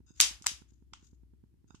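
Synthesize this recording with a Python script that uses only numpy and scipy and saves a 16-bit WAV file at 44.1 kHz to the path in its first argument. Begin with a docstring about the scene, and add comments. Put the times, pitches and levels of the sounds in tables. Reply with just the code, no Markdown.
"""Wooden toy guns at a desk

Toy guns are handled close to a phone with two microphone ports. A spring mechanism snaps twice, each
time in a pair of blows that excite the modes of the plywood and the reverberation of a small room.
Loose parts tap and slide softly, sounding the hollow body. Under it all lie a low hum and faint,
regular electrical thumps on the right."""
import sys
import numpy as np
from scipy import signal
from scipy.fft import rfft, irfft, next_fast_len
from scipy.io import wavfile
from scipy.ndimage import uniform_filter1d

SR = 44100
rng = np.random.default_rng(int(sys.argv[2]) if len(sys.argv) > 2 else 0)


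def store_wav(level_fs):
    """Save 16-bit WAV to argv[1]."""
    pcm = np.round(np.clip(np.atleast_2d(level_fs), -1, 1) * 32767)
    wavfile.write(sys.argv[1], SR, pcm.T.astype(np.int16))


N = 79380

# envelopes of the hum and the electrical thumps (time [s], level [dB])
HUM_ENVELOPE = [(0.0, -64), (0.15, -81), (0.17, -62.5), (0.366, -57.5), (0.396, -84), (0.48, -57.5),
                (0.506, -90), (0.54, -54), (0.576, -67), (0.946, -63.5), (0.986, -71), (1.012, -71),
                (1.232, -59), (1.248, -62.5), (1.774, -77), (1.8, -70.5)]
THUMP_ENVELOPE = [(0, -54.5), (.31, -55.5), (.62, -54), (.72, -57.5), (1.23, -56.5), (1.34, -58.5),
                  (1.44, -54.5), (1.54, -62), (1.75, -54)]
# spectral shapes (frequency [Hz], relative level [dB])
RUMBLE_SPECTRUM = [(20, -11.5), (50, -5), (90, 5), (150, -10), (300, -9.5), (400, -18.5), (550, -43.5),
                   (1000, -48)]
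EDGE_SPECTRUM = [(300, -10), (600, -16), (930, 3), (1200, -13), (1500, -5), (2100, -20), (6000, -25.5),
                 (12000, -40)]
ROOM_SPECTRUM = [(150, -24), (520, -26), (850, -16), (1900, -7.5), (3000, 0), (3850, 1.5), (4200, -4.5),
                 (4900, 3.5), (6300, 2.5), (8300, -3.5), (9300, -9.5), (10500, -9), (12000, -18.5),
                 (14000, -23)]
SLIDE_SPECTRUM = [(500, -23), (1500, -5.5), (2200, -7.5), (3400, -5), (5200, -6), (6900, 5.5), (8500, -18),
                  (13000, -27)]
TAP_SPECTRUM = [(200, -23), (560, -31), (780, -9.5), (1150, 1), (1700, -6.5), (2800, 2), (4300, -2),
                (6600, 4), (8300, -4.5), (9500, -20.5), (13000, -33.5)]
CRACK_SPECTRUM = [(100, -28), (550, -30.5), (820, -12.5), (1700, -7.5), (3100, -11), (4250, -7.5),
                  (4900, -2), (5500, -9), (6500, -2.5), (7300, -1.5), (8000, -4), (9200, -14.5),
                  (10000, -7.5), (11500, -18.5), (14000, -16)]
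# reverberation time of the room (frequency [Hz], T60 [s])
ROOM_T60 = [(500, 0.42), (1300, 0.32), (3500, .25), (7000, 0.21), (13000, 0.28)]
# resonances of the hollow body (frequency [Hz], width [Hz], level [dB])
CAVITY_MODES = [(950, 290, -9.5), (1440, 170, 1), (2690, 170, -6.5), (3670, 130, -0.5), (4983, 130, 1.5),
                (6530, 440, 0), (7700, 320, -12)]
# modes of the plywood (frequency [Hz], relative level [dB], T60 [s])
GUN_MODES = [(1140, -19, .18), (1350, -18, .18), (2662, -7, .25), (2788, -8, .25), (3124, -4, .24),
             (3817, -3, .24), (3933, -5, .24), (4377, -6, .27), (4870, -2, .25), (5702, 0, .2),
             (6364, 1, .22), (6484, -1, .25), (6962, -3, .25)]
# imbalance of the snaps at the ports (frequency [Hz], left over right [dB])
PORT_BALANCE = [(400, -8.5), (1200, 1), (2500, 2), (4500, 0), (6300, 4.5), (8000, 7), (11000, 0)]
# bumps through the hands (time [s], level [dB], pan [dB], half width [s])
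THUDS = [(0.203, -52.5, 0, .0012), (1.7073, -57, -23, 0.00093)]
# wood on wood (time [s], hold [s], release [s], level [dB], pan [dB], tilt [dB/octave], hollowness [0-1])
SLIDES = [(0.062, 0.044, 0.047, -66, 4, 3, 0.94), (0.152, 0.1, .01, -63, 1.5, 2.5, 0.2),
          (0.678, 0.019, 0.059, -75.5, 10, 3, 0.39), (0.992, 0.044, 0.028, -73, 3, -1, 0.29),
          (1.032, .012, 0.043, -64.5, 6.5, 5.5, 0.41), (1.669, 0.061, 0.046, -77, 6.5, 2.5, 0.8)]
# knocks of loose parts (time [s], relative level [dB], pan [dB], decay [s], tilt [dB/octave],
# room [dB], hollowness [0-1], resonance [Hz])
TAPS = [(0.423, -39, 2, 0.0013, 8, -1.5, .05, 10000), (0.4432, -38, 1.5, .003, -5, -6, .1, 1250),
        (0.6211, -57, -8, .0015, -3, -15, 0.62, 3500), (0.9349, -37, 1, 0.0024, -1, -3.5, .2, 3150),
        (0.9361, -37.5, 1.5, 0.0026, -3, -18, 0.15, 1200),
        (1.7060, -47.5, -10, 0.0017, -3.5, -10.5, 0.96, 1000),
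        (1.7463, -53.5, -12.5, 0.0041, -8, -16, .6, 1050), (1.7511, -48, 0.5, 0.0061, 3, -3, 0.54, 2950)]
# blows of the mechanism (time [s], relative level [dB], pan [dB], decay [s], tilt [dB/octave],
# room [dB], ring [dB], resonance [Hz], weight of the main contact [ratio])
SNAPS = [(0.2004, -22, 1.5, 0.0036, -2.5, -9, -11.5, 2000, .1),
         (0.2028, -4, -4.5, .0007, -1, -2.5, -9.5, 3780, .45),
         (0.2113, -4.5, -1, .0011, 4, -1.5, -9.5, 5640, .3),
         (0.4639, -18.5, 0, 0.0026, -3, -4.5, -20.5, 2040, .1),
         (0.4679, -8, 4, 0.00038, 1.28, -8, -21, 5720, 0.88)]

BLOW_GAIN_DB = 13  # common to taps and snaps
BIN_HZ = np.arange(N // 2 + 1) * SR / N
GRID_HZ = np.geomspace(100, 20000, 600)


def undb(db):
    return 10 ** (np.asarray(db) / 20)


def unit_energy(x):
    return x / np.sqrt(np.sum(x ** 2, axis=-1, keepdims=True))


def noise():
    return rng.standard_normal((2, N))


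def pan(db):
    """Level difference between channels: positive is to the left."""
    return undb(np.array([[db], [-db]]) / 2)


def since(start):
    return np.arange(N) / SR - start


def on_log_hz(hz, points):
    knots_hz, values = np.array(points, float).T
    return np.interp(np.log(hz), np.log(knots_hz), values)


def colour(x, spectrum, tilt_db=0):
    """Minimum-phase filtering, tilted per octave above 500 Hz; white noise keeps its power."""
    size = next_fast_len(N) * 2
    hz = np.maximum(np.arange(size // 2 + 1) * SR / size, 1)
    gain = undb(on_log_hz(hz, spectrum) + tilt_db * np.log2(np.maximum(hz, 500)))
    cepstrum = irfft(np.log(gain / np.sqrt(np.mean(gain ** 2))))
    cepstrum[1:size // 2] *= 2  # folding the cepstrum makes the filter causal
    cepstrum[size // 2 + 1:] = 0
    return irfft(rfft(x, size) * np.exp(rfft(cepstrum)))[..., :N]


def wander(rate_hz):
    """Random modulation: smoothed steps with a standard deviation of one."""
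    step = max(int(SR / rate_hz), 2)
    stairs = np.repeat(rng.standard_normal(N // step + 1), step)
    smooth = uniform_filter1d(stairs, step)[:N]
    return smooth / smooth.std()


def swing(start, half_width_s):
    """Gaussian derivative: one down-up pulse with a peak of one."""
    u = since(start) / half_width_s
    return u * np.exp((1 - u ** 2) / 2)


def background(hum_hz=59.7, waver_hz=2.1, hum_gain_db=1, rumble_db=-69, hiss_db=-87.5):
    """A hum modulated in frequency and amplitude, over the broadband noise of room rumble and hiss."""
    phase = 2 * np.pi * np.cumsum(hum_hz + waver_hz * wander(12)) / SR
    envelope = undb(hum_gain_db + np.interp(since(0), *np.array(HUM_ENVELOPE).T))
    hum = np.sqrt(2) * np.sin(phase) * envelope * pan(8)
    mid, side = colour(noise(), RUMBLE_SPECTRUM)
    rumble = mid + 0.95 * side * np.array([[1], [-1]])
    hiss = colour(noise(), [(500, 1.5), (3000, -4), (14000, -10)])
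    return hum + undb(rumble_db) * rumble + undb(hiss_db) * hiss


def thumps(first_s=0.0052, period_s=0.10243, scatter_db=1.4, edge_db=-4.5):
    """Electrical interference: a periodic train of low pulses, each with a faint sharp edge."""
    swings, edges = np.zeros(N), np.zeros(N)
    for start in np.arange(first_s, N / SR, period_s):
        db = np.interp(start, *np.array(THUMP_ENVELOPE).T) + scatter_db * rng.standard_normal()
        swings += undb(db) * swing(start, half_width_s=0.00093)
        edges[int(start * SR)] = undb(db + edge_db)
    return (swings + colour(edges, EDGE_SPECTRUM)) * pan(-18)


def room(start, gap_s=0.00067, build_s=0.0026):
    """Diffuse reverberation: reflections build up, then decay exponentially in each octave band."""
    t = np.maximum(since(start + gap_s), 0)
    spectrum = rfft(noise())
    octave = np.log2(np.clip(BIN_HZ, 250, 16000) / 250)
    out = 0
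    for k in range(7):
        band = irfft(spectrum * np.maximum(1 - np.abs(octave - k), 0), N)
        t60 = on_log_hz(250 * 2 ** k, ROOM_T60)
        out += band * np.exp(-np.log(1000) * t / t60)
    return unit_energy(out * (1 - np.exp(-t / build_s)))


def thuds():
    """Soft contact: the guns shift in the hands, giving broad pulses of low-frequency energy."""
    return sum(undb(db) * pan(pan_db) * swing(start, width) for start, db, pan_db, width in THUDS)


def hollow(spectrum, hollowness):
    """Cavity resonance: the peaks of the hollow body add in power to the spectrum of solid wood."""
    cavity = sum(undb(db) ** 2 / (1 + ((GRID_HZ - hz) / width) ** 2) ** 3
                 for hz, width, db in CAVITY_MODES)
    solid = undb(on_log_hz(GRID_HZ, spectrum)) ** 2
    power = hollowness * cavity + (1 - hollowness) ** 2 * solid
    return np.column_stack([GRID_HZ, 10 * np.log10(power + 1e-9)])


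def resonance(spectrum, peak_hz, peak_db, width_hz):
    """A single resonance raises a bell-shaped peak on a spectrum."""
    boost_db = peak_db / (1 + ((GRID_HZ - peak_hz) / width_hz) ** 2)
    return np.column_stack([GRID_HZ, on_log_hz(GRID_HZ, spectrum) + boost_db])


def slides(attack_s=0.0094, roughness_db=3):
    """Sliding friction: grainy noise excites the hollow body with each small movement."""
    out = 0
    for start, hold, release, db, pan_db, tilt_db, hollowness in SLIDES:
        t = since(start)
        swell = np.clip(t / attack_s, 0, 1) * np.exp(-np.maximum(t - hold, 0) / release)
        grain = undb(roughness_db * wander(210))
        friction = noise() * swell * grain / np.sqrt(np.mean(grain ** 2))
        out += undb(db) * pan(pan_db) * colour(friction, hollow(SLIDE_SPECTRUM, hollowness), tilt_db)
    return out


def crack(start, decay, contact, port_lag_s=0.00009):
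    """Impact transient: a quick build-up, the impulse of contact, then dense chatter inside the wood."""
    t = since(start)
    time_constant = np.where(t < 0, 0.4 * decay, decay)
    chatter = unit_energy(noise() * np.exp(-np.abs(t) / time_constant))
    chatter[0, int((start + port_lag_s) * SR)] += contact  # the left port hears it later
    chatter[1, int(start * SR)] += contact
    return unit_energy(chatter)


def taps():
    """Source and filter: light impacts of loose parts are coloured by the hollow wooden body."""
    out = 0
    for start, db, pan_db, decay, tilt_db, room_db, hollowness, peak_hz in TAPS:
        wood = resonance(hollow(TAP_SPECTRUM, hollowness), peak_hz, peak_db=7, width_hz=360)
        knock = crack(start, decay, contact=0.4) + undb(room_db) * room(start)
        out += undb(db) * pan(pan_db) * colour(knock, wood, tilt_db)
    return undb(BLOW_GAIN_DB) * out


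def ring(start):
    """Free vibration: the modes of the gun decay as damped sinusoids of random phase."""
    t = np.maximum(since(start), 0)
    out = 0
    for hz, db, t60 in GUN_MODES:
        fade = (t > 0) * np.exp(-np.log(1000) * t / t60)
        out += undb(db) * fade * np.sin(2 * np.pi * (hz * t + rng.random((2, 1))))
    return unit_energy(out)


def snaps():
    """Impulsive excitation: each blow of the spring mechanism cracks, rings the gun and fills the room."""
    out = 0
    for start, db, pan_db, decay, tilt_db, room_db, ring_db, peak_hz, contact in SNAPS:
        wood = resonance(CRACK_SPECTRUM, peak_hz, peak_db=7.5, width_hz=320)
        direct = colour(crack(start, decay, contact), wood, tilt_db) * pan(pan_db)
        reverberation = undb(room_db) * colour(room(start), ROOM_SPECTRUM)
        out += undb(db) * (direct + reverberation + undb(ring_db) * ring(start))
    balance_db = on_log_hz(np.maximum(BIN_HZ, 1), PORT_BALANCE)
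    port_gains = undb(np.array([balance_db, -balance_db]) / 2)
    return undb(BLOW_GAIN_DB) * irfft(rfft(out) * port_gains, N)


def scene():
    """Superposition: the sources add linearly in each channel."""
    return snaps() + taps() + slides() + thuds() + background() + thumps()


def record(dry):
    """Saturation and band limiting: the phone rounds the loudest peaks and cuts the highest treble."""
    ceiling, cutoff_hz = 1.6, 14400
    lowpass = signal.ellip(8, .2, 80, cutoff_hz, fs=SR, output="sos")
    return signal.sosfilt(lowpass, ceiling * np.tanh(dry / ceiling))


dry = scene()
out = record(dry)
store_wav(out)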